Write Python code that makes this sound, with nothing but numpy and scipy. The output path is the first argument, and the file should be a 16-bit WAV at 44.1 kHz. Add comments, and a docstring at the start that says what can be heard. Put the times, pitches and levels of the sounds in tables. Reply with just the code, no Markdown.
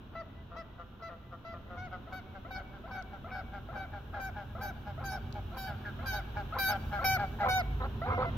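"""Distant traffic and an engine rumble under a faint hiss, growing louder, as two geese take off from a pond.
One gives clear honks, led in by a rasp and often a low hitch; the other answers with gruff sagging grunts.
They fly past, mostly left of the listener. Each voice is a stack of unsteady harmonics; a thin, dull decaying
noise tail with a few stronger returns makes the echoes, shaped noise the traffic and air, crank harmonics the
engine, short bright bursts the dry ticks in the reeds."""
import sys
import numpy as np
from scipy import signal
from scipy.fft import rfft, irfft
from scipy.io import wavfile

SR = 44100
rng = np.random.default_rng(int(sys.argv[2]) if len(sys.argv) > 2 else 0)


def wav_out(sig):
    """Save sig, one row per channel (or a flat mono array), as 16-bit PCM at SR to the path in sys.argv[1]."""
    wavfile.write(sys.argv[1], SR, np.round(np.clip(np.atleast_2d(sig).T, -1, 1) * 32767).astype(np.int16))


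N = 369116
TIME = np.arange(N) / SR

# All levels are relative settings, trimmed further in the functions.
# clear honks: t/s, length/s, f/Hz, push/share of f, level/dB, shrill top/dB, lead-in/s, lead-in level/dB re note
HONKS = [(0.151, 0.079, 665, -0.0057, -52.5, -39, 0.044, -12),
         (.562, 0.068, 663.5, -0.021, -55, -20, 0.032, -9),
         (1.021, 0.083, 668, -0.0068, -56, -18.5, 0.047, -10),
         (1.448, 0.11, 671, -0.0023, -56.5, -28, 0.023, -10),
         (1.771, .119, 732, -0.027, -55, -30.5, .04, -11),
         (2.123, 0.086, 750.4, -0.02, -56.5, -1, .053, -7.5),
         (2.506, 0.11, 753.5, 0.019, -54, -6.5, .058, -8), (2.909, 0.12, 754, 0.02, -53.5, -16, .071, -7.5),
         (3.313, 0.11, 749, 0.014, -52, -20, 0.07, -7.5),
         (3.755, 0.11, 766.6, 0.013, -52.5, -17, 0.068, -7), (4.197, 0.11, 775, 0.015, -50, -5, .064, -9),
         (4.609, .113, 772.4, 0.03, -51.5, 1.5, 0.059, -6.5), (5.038, .153, 770.5, .04, -49, -4, 0.061, -8),
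         (5.567, .16, 767, 0.0115, -50, 0.5, .05, -8), (6.057, 0.16, 767.4, 0.044, -46.5, 0, .068, -10),
         (6.584, .16, 771.7, 0.026, -41, 10.5, .061, -6.5),
         (7.041, 0.14, 767, -0.0015, -34.5, -2, 0.05, -12),
         (7.484, 0.14, 749.6, -0.0092, -34.5, -8.5, 0.053, -6.5),
         (8.114, 0.079, 712, 0.0025, -43.5, -68, 0.098, -2.5),
         (8.247, 0.056, 686, 0.025, -43, -63, 0.019, -5.5)]
# grunts of the second goose: t/s, length/s, level/dB, nasal pair of lines/dB
GRUNTS = [(0.512, 0.078, -57, -4), (0.791, 0.046, -54.5, -1.5), (1.089, 0.068, -54.5, -3),
          (1.32, 0.042, -55, -0.5), (1.533, 0.051, -56.5, 0), (1.7, 0.078, -54.5, -3),
          (1.922, 0.049, -49.5, -3.5), (2.12, 0.041, -53.5, -2.5), (2.347, 0.043, -52, -7),
          (2.558, 0.069, -51.5, -6.5), (2.736, 0.056, -61, -1.5), (2.943, 0.062, -52, -4),
          (3.128, 0.049, -53, -5.5), (3.344, 0.074, -50, -5.5), (3.531, 0.066, -49.5, -6.5),
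          (3.74, 0.11, -52, -7.5), (3.93, 0.066, -50, -7), (4.138, 0.069, -48, -5.5),
          (4.36, .081, -48, -8.5), (4.619, 0.073, -46.5, -13.5), (4.864, 0.061, -46.5, -11.5),
          (5.117, 0.07, -48.5, -12), (5.349, 0.056, -46.5, -14.5), (5.67, 0.085, -49.5, -7),
          (5.852, 0.0575, -56.5, 7.5), (6.128, 0.078, -44.5, -9.5), (6.363, 0.064, -42.5, -10),
          (6.69, 0.084, -36.5, -10), (6.923, 0.079, -40, -7.5), (7.189, 0.071, -36.5, -11),
          (7.4, 0.08, -34, -12)]
# resonances of the honking throat, and a lift of the top harmonics around 12-14 kHz: f/Hz, level/dB
THROAT = [(760, 3.5), (1540, 5.5), (2300, -4), (3060, -20), (3830, -11), (4600, -13.5), (6130, -23.5),
          (6900, -30), (7660, -38), (9200, -36.5), (10700, -27), (12300, -19), (13800, -19.5),
          (15400, -25.5), (16500, -44)]
# hitches and rasps come through a nearly closed bill: f/Hz, level/dB
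CLOSED_BILL = [(250, -48.5), (500, -1.5), (720, 3), (1050, 3), (1380, 2), (1750, -15), (2200, -11.5),
               (3000, -36.5), (4200, -25.5), (5200, -65), (7500, -76), (13000, -82), (16000, -35)]
# the grunt repeats every fourth cycle, so it has lines at quarters of its pitch: multiple of a quarter, level/dB
GRUNT_LINES = [(1, -17), (2, -26.5), (3, 4), (4, 1.5), (5, -16), (6, -8.5), (7, 2.5), (8, 3.5), (9, -53),
               (10, -16), (11, -14), (13, -28.5), (16, -25), (25, -37.5), (36, -55.5)]
# flight past the listener: t/s, lead of the left ear/ms, share of side colouring, left minus right/dB
FLIGHT = [(0, 0, 0.65, 3.5), (4.0, 0.017, 0.54, 3), (6.1, 0, 0.74, 1.5), (6.65, 0.0091, 0.72, 3),
          (7.1, 0.077, 0.54, 3), (7.55, 0.109, 0.15, 0), (8.3, 0.18, 0.093, -2)]
# side colouring of the microphone pair: f/Hz, left minus right/dB
SIDE_COLOUR = [(770, -2.5), (1540, 0), (2300, -4.5), (3100, 20.5), (3850, -15), (5400, -23.5), (6200, -25),
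               (7500, 1), (12300, 4.5), (15000, -7)]
# background: t/s, road roar level/dB, air level/dB
BACKGROUND = [(0.0, -55.5, -69), (1.28, -59, -71.5), (1.82, -53.5, -68), (4.41, -54.5, -67),
              (6.13, -53, -62), (8.16, -48.5, -62.5), (8.37, -45.5, -58.5)]
# spectra of the rumble, the road roar, the air and the high hiss: f/Hz, level/dB per Hz
TRAFFIC = [(12, -34.5), (30, 5), (50, 18), (66, 15), (86, 21), (105, 17.5), (135, 11), (165, 5), (260, -52)]
ROAD = [(100, 0.5), (170, -1), (225, 3), (300, -5), (400, -7), (550, -17), (1050, -15), (2000, -66)]
AIR = [(80, -15), (300, 5.5), (600, 7), (1000, 4), (1500, 7.5), (2000, -7), (2900, 1.5), (3900, -3.5),
       (4500, -18.5), (6300, -23), (8000, -44), (11000, -50)]
HISS = [(2000, -45), (5500, -5), (8500, -17.5), (10500, -18), (12000, -4.5), (15000, -5), (17000, -15.5)]
# distant traffic rumble: t/s, level/dB
RUMBLE = [(0.0, -53), (0.63, -49.5), (1.19, -56), (1.82, -43), (2.19, -50.5), (3.85, -49), (3.87, -51),
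          (4.01, -46.5), (4.64, -42.5), (7.6, -40), (8.37, -37)]
# high hiss: t/s, level/dB
HISS_LEVEL = [(0.0, -85.5), (0.47, -87.5), (6.62, -75), (6.71, -69), (8.37, -78)]
# a distant engine slowly gathers speed: t/s, crank f/Hz, level/dB
ENGINE = [(0, 24.97, -59), (2.7, 26.27, -55.5), (4.2, 26.33, -50.5), (5.3, 26.4, -46), (6.5, 26.92, -45),
          (7.5, 27.45, -44), (8.37, 28.33, -39)]
# its hum: multiple of the crank rate, level/dB
ENGINE_LINES = [(2, 3.5), (3, -1.5), (3.6, 1.5), (5, -1), (8, -10), (9, -11.5), (13, -19), (14, -18.5),
                (15, -18)]
# dry ticks in the reeds: t/s, level/dB
TICKS = [(3.0237, -45.5), (5.3251, -43), (5.3414, -54)]
# echoes from the water's edge and the far bank: delay/s, level/dB
ECHOES = [(.052, -36.5), (.135, -19), (.21, -22.5)]
# share of a honk's push in force at its start and after 1/4, 1/2 and 3/4 of it
PUSH_LEFT = [0.97, 0.345, -0.54, 0.21]
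# how far a shrill call lifts each range: f/Hz, share of the shrill top
SHRILL_REACH = [(760, 0), (2300, 0.08), (3800, 0.33), (6300, 0.3), (10000, 0.84)]
# the bite that every honk has: f/Hz, level/dB
BITE = [(760, 0), (1540, 0.37), (2300, 0.35), (3800, 0.5), (4600, 2), (6300, 1.5), (10000, 0.7)]
# rasps on their own, as the geese fly off: t/s, length/s, f/Hz, level/dB, chesty low line/dB
CROAKS = [(7.801, 0.069, 264.7, -47.5, 2), (8.101, .06, 255, -45.5, 4.5), (8.174, 0.077, 250.2, -44, 10)]
# grunt pitch rises with the effort of taking off: t/s, f/Hz
GRUNT_PITCH = [(.5, 686.4), (1.55, 696.4), (2.35, 795), (3.1, 802), (3.7, 820), (4.7, 833.5), (6.3, 838),
               (7.4, 816.4)]
# the water mirrors the honks, later and later as the goose climbs: t/s, delay/ms
MIRROR = [(0, 0.029), (2.2, 0.04), (3.35, 0.067), (3.8, 0.081), (4.25, 0.13), (4.66, 0.14), (5.11, 0.18),
          (5.64, 0.25), (6.13, 0.598), (6.66, 0.81), (7.11, 0.925), (7.55, 1.045)]

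MIRROR_SHARE = 0.49  # strength of the reflection re the direct sound
END_FALL = .19  # share of its pitch by which a honk falls at the end
# pitch unsteadiness of a honk (share of the pitch): while it holds, then added before it locks in and as it runs out
HELD_JITTER, UNLOCKED_JITTER, SLACK_JITTER = 0.005, 0.025, 0.055
# a long lead-in opens with a hitch, which slides up from the same low note every time and fills its first part
HITCH_NEEDS_S = .048
HITCH_HZ, HITCH_RISE_HZ_PER_S, HITCH_SHARE, HITCH_OVER_RASP_DB = 645, 3990, 0.613, 4.5
# the rasp sits near a third of the note's pitch and runs on into the note; the lower, the chestier
RASP_SHARE, RASP_OVERLAP_S, RASP_PITCH_SHARE = .58, 0.022, .343
CHEST_DB, CHEST_AT_HZ, CHEST_DB_PER_HZ = 4, 255, 0.186
# the higher a grunt starts, the further it sags
SAG_FROM_HZ, SAG_PER_HZ = 563, 0.000326
# the overtone below the grunted note grows more slowly than the note itself
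LOW_DB, LOW_AT_DB, LOW_LAG = -8, -52, 0.33
CUTOFF_HZ = 15900


def from_db(db):
    """Decibels to gain."""
    return 10 ** (np.asarray(db) / 20)


def rms_one(x):
    """Scale to unit rms."""
    return x / np.sqrt(np.mean(x ** 2) + 1e-20)


def in_time(rows, t):
    """The columns of a curve at the times t."""
    s, *columns = np.transpose(rows)
    return [np.interp(t, s, c) for c in columns]


def at_hz(points, hz):
    """Read a spectrum on a log-frequency axis."""
    freq, value = np.transpose(points)
    return np.interp(np.log(np.maximum(hz, 1)), np.log(freq), value)


def waver(t, rate, count=1):
    """Rows of smooth random motion of spread 1, changing about rate times a second."""
    knots = rng.standard_normal((count, 256))
    place = (t - t[0]) * rate
    i = place.astype(int)
    blend = np.sin(np.pi / 2 * (place % 1)) ** 2
    here = knots.take(i, axis=1, mode="wrap")
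    following = knots.take(i + 1, axis=1, mode="wrap")
    return rms_one(here * (1 - blend) + following * blend)


def span(start, end):
    """Sample times of a call, and its progress from 0 to 1."""
    t = np.arange(int(start * SR), int(end * SR)) / SR
    return t, np.linspace(0, 1, len(t))


def swell(t, attack_s, release_s):
    """A rounded rise and fall."""
    rise = np.sin(np.pi / 2 * np.clip((t - t[0]) / attack_s, 0, 1))
    fall = np.sin(np.pi / 2 * np.clip((t[-1] - t) / release_s, 0, 1)) ** 2
    return rise * fall


def add(out, t, sound):
    """Mix a stereo sound in at its time."""
    first = round(t[0] * SR)
    out[:, first:first + len(t)] += sound[:, :max(N - first, 0)]


def voice(t, pitch, lines_db, jitter, jitter_hz, shimmer_db):
    """Harmonics of an unsteady syrinx as they reach the two microphones; lines_db has one row per harmonic."""
    order = np.arange(1, len(lines_db) + 1)[:, None]
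    hz = order * pitch
    phase = 2 * np.pi * order * np.cumsum(pitch * (1 + jitter * waver(t, jitter_hz)[0])) / SR
    lead_ms, sideways, balance_db = in_time(FLIGHT, t.mean())
    colour_db = (balance_db + sideways * at_hz(SIDE_COLOUR, hz)) / 2
    # reflections off water and reeds make the higher harmonics fade in and out, each on its own
    fading_db = 4.4 * np.clip(hz / 6000, 0, 1) * waver(t, 35.5, count=len(order))
    # fast flutter roughens the upper harmonics most
    flutter_db = shimmer_db * (1 + np.clip(hz / 4000, 0, 1.5)) * waver(t, jitter_hz, count=len(order))
    height = np.sqrt(2) * from_db(lines_db + fading_db + flutter_db) * (hz < SR / 2)
    # half the phase lead goes to each ear, with a wander that widens the upper harmonics
    turn = np.pi * hz * lead_ms / 1000
    turn = turn + 0.64 * np.clip(hz / 2500, 0, 1) * waver(t, 25.5, count=len(order))
    ears = [(height * from_db(side * colour_db) * np.sin(phase + side * turn)).sum(axis=0) for side in (1, -1)]
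    return np.array(ears)


def coloured_noise(spectrum, likeness):
    """Stereo noise of unit rms with the given spectrum and left-right likeness."""
    gain = from_db(at_hz(spectrum, np.arange(N // 2 + 1) * SR / N))
    mid, side = irfft(rfft(rng.standard_normal((2, N))) * gain, N)
    return rms_one(np.sqrt(1 + likeness) * mid + np.sqrt(1 - likeness) * side * [[1], [-1]])


def background():
    """Far traffic swells slowly under the hiss of the open air: shaped noise, plus the engine."""
    rumble_db, = in_time(RUMBLE, TIME)
    road_db, air_db = in_time(BACKGROUND, TIME)
    hiss_db, = in_time(HISS_LEVEL, TIME)
    rumble = from_db(rumble_db - 5) * coloured_noise(TRAFFIC, likeness=0.97)
    road = from_db(road_db + 3.0) * coloured_noise(ROAD, likeness=0.91)
    air = from_db(air_db + 9.5) * coloured_noise(AIR, likeness=0.13)
    hiss = from_db(hiss_db + 5) * coloured_noise(HISS, likeness=0.12)
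    lean_right = from_db([[-.4], [.4]])
    return (rumble + road + engine()) * lean_right + air + hiss


def engine():
    """A far engine hums, each line wandering and fading on its way across the marsh."""
    crank_hz, level_db = in_time(ENGINE, TIME)
    turns = np.cumsum(crank_hz * (1 + 0.00373 * waver(TIME, 6)[0])) / SR
    hum = 0
    for multiple, line_db in ENGINE_LINES:
        strength = from_db(line_db + 3 * waver(TIME, 7))
        hum = hum + strength * np.sin(2 * np.pi * multiple * turns + 1.1 * waver(TIME, 11))
    return from_db(level_db - 2) * hum


def rasps():
    """Uneven slow pulses on an arching pitch: the low overtones stay lines, the rest smear into a rattle."""
    out, order = np.zeros((2, N)), np.arange(1, 56)[:, None]
    lead_ins = []
    for start, _, honk_hz, _, honk_db, _, lead_s, lead_db in HONKS:
        ahead_s, rasp_hz = RASP_SHARE * lead_s, RASP_PITCH_SHARE * honk_hz
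        chest_db = CHEST_DB + CHEST_DB_PER_HZ * (CHEST_AT_HZ - rasp_hz)
        lead_ins.append((start - ahead_s, ahead_s + RASP_OVERLAP_S, rasp_hz, honk_db + lead_db, chest_db))
    for start, length, pitch_hz, level_db, chest_db in lead_ins + CROAKS:
        t, u = span(start - .005, start + length + 0.0072)  # room for the fades
        arch = np.sin(np.pi * u)
        pitch = pitch_hz * (.98 + 0.0393 * arch - 0.025 * u)
        bill_db = at_hz(CLOSED_BILL, order * pitch_hz) + chest_db * (order == 2)
        opening_db = np.log2(order) * 0.31 * (arch - 1)  # brightest in the middle
        note = voice(t, pitch, level_db + bill_db + opening_db, jitter=.045, jitter_hz=330, shimmer_db=3.5)
        add(out, t, note * swell(t, attack_s=0.022, release_s=0.024))
    return out


def mirrored_db(t, hz):
    """The reflection off the pond cancels some harmonics and strengthens others."""
    delay_ms, = in_time(MIRROR, t.mean())
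    depth = 2 * MIRROR_SHARE / (1 + MIRROR_SHARE ** 2)
    return 10 * np.log10(1 + depth * np.cos(2 * np.pi * hz * delay_ms / 1000))


def honks():
    """A ringing note bends about its pitch by its push, then drops and dulls as the pressure runs out."""
    out, order = np.zeros((2, N)), np.arange(1, 24)[:, None]
    for start, length, pitch_hz, push, level_db, top_db, _, _ in HONKS:
        t, u = span(start, start + length)
        slack = np.clip((u - .7) / .3, 0, 1) ** 2
        bend = 1 + push * np.interp(u, np.arange(4) / 4, PUSH_LEFT)
        pitch = pitch_hz * bend * (1 - END_FALL * slack)
        hz = order * pitch
        bill_db = at_hz(BITE, hz) + top_db * at_hz(SHRILL_REACH, hz) + mirrored_db(t, hz)
        # the note is rough and dull until it has locked in
        unlocked = np.exp(-(t - start) / 0.0078)
        dulling_db = np.log2(order) * (1.9 - 2.7 * u - 5.0 * slack - 4.6 * unlocked)
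        jitter = HELD_JITTER + UNLOCKED_JITTER * unlocked + SLACK_JITTER * slack
        lines_db = level_db + at_hz(THROAT, hz) + bill_db + dulling_db
        note = voice(t, pitch, lines_db, jitter, jitter_hz=595.4, shimmer_db=0.66)
        add(out, t, note * swell(t, attack_s=0.0033, release_s=0.0079) * from_db(-5 * slack))
    return out


def marsh(calls, tail_db, t60, dull_hz):
    """Reeds and trees scatter a thin, dull tail with a few stronger returns."""
    t = np.arange(SR) / SR
    density = from_db(tail_db - 60 * t / t60) * np.sqrt(2 * np.log(1000) / (t60 * SR)) * (t > .008)
    smear_s = 0.0057
    for delay, echo_db in ECHOES:
        density = density + from_db(echo_db) * np.exp(-np.abs(t - delay) / smear_s) / np.sqrt(smear_s * SR)
    # one scatter shared by both ears, plus a weaker one for each
    scatter = (rng.standard_normal(SR) + .5 * rng.standard_normal((2, SR))) * density
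    scatter = signal.sosfilt(signal.butter(2, dull_hz, fs=SR, output="sos"), scatter)
    return signal.fftconvolve(calls, scatter, axes=1)[:, :N]


def grunts():
    """A gruff, nasal note that starts hoarse and sags all along, its cycles grouped in fours."""
    out, order = np.zeros((2, N)), np.arange(1, 41)[:, None]
    for start, length, level_db, nasal_db in GRUNTS:
        pitch_hz, = in_time(GRUNT_PITCH, start)
        sag = SAG_PER_HZ * (pitch_hz - SAG_FROM_HZ)
        low_db = LOW_DB - LOW_LAG * (level_db - LOW_AT_DB)
        t, _ = span(start - .015, start + length + .01)  # room for the fades
        u = np.maximum((t - start) / length, 0)
        quarter_pitch = pitch_hz / 4 * (1 - sag * u ** 2)
        hoarse = np.clip((start + .007 - t) / .008, 0, 1)
        nasal = np.interp(order, [4, 7, 8, 11], [0, 1, 1, .5])
        colour_db = low_db * (order == 3) + nasal_db * nasal
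        lines_db = level_db + at_hz(GRUNT_LINES, order) + colour_db + 1.5 - 11 * hoarse - 4 * u ** 2
        note = voice(t, quarter_pitch, lines_db, jitter=.007 + .06 * hoarse, jitter_hz=307, shimmer_db=1.66)
        add(out, t, note * swell(t, attack_s=.012, release_s=.026))
    return out


def hitches():
    """Before a honk with a long lead-in, a short note slides up as the pressure builds."""
    out, order = np.zeros((2, N)), np.arange(1, 12)[:, None]
    for start, _, _, _, honk_db, _, lead_s, lead_db in HONKS:
        if lead_s < HITCH_NEEDS_S:
            continue
        length, level_db = HITCH_SHARE * lead_s, honk_db + lead_db + HITCH_OVER_RASP_DB
        t, u = span(start - lead_s, start - lead_s + length)
        pitch = HITCH_HZ + HITCH_RISE_HZ_PER_S * length * u ** 1.69
        colour_db = at_hz(CLOSED_BILL, order * pitch) + mirrored_db(t, order * pitch)
        lines_db = level_db + 3 - 5 * u + colour_db
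        note = voice(t, pitch, lines_db, jitter=.02, jitter_hz=400, shimmer_db=1.5)
        add(out, t, note * swell(t, attack_s=0.0031, release_s=0.0095))
    return out


def ticks():
    """A dry stalk snaps: a very short bright burst of band-passed noise."""
    out = np.zeros((2, N))
    band = signal.butter(2, [3300, 5500], "band", fs=SR, output="sos")
    for start, level_db in TICKS:
        t, _ = span(start, start + 0.042)
        burst = rng.standard_normal((2, len(t))) * np.exp(-(t - start) / 0.0025)
        add(out, t, from_db(level_db + 6.5) * signal.sosfilt(band, burst))
    return out


def scene():
    """Both geese over the marsh; the nearer they come, the drier they sound."""
    calls = rasps() + honks() + grunts() + hitches()
    wet_db = np.interp(TIME, [0, 5.5, 7.0], [1.5, 0, -6])
    echoes = marsh(calls * from_db(wet_db), tail_db=-11.5, t60=0.36, dull_hz=2720)
    return background() + calls + echoes + ticks()


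def record(dry):
    """The top is cut steeply."""
    return signal.sosfilt(signal.ellip(10, .1, 80, CUTOFF_HZ, fs=SR, output="sos"), dry)


dry = scene()
out = record(dry)
wav_out(out)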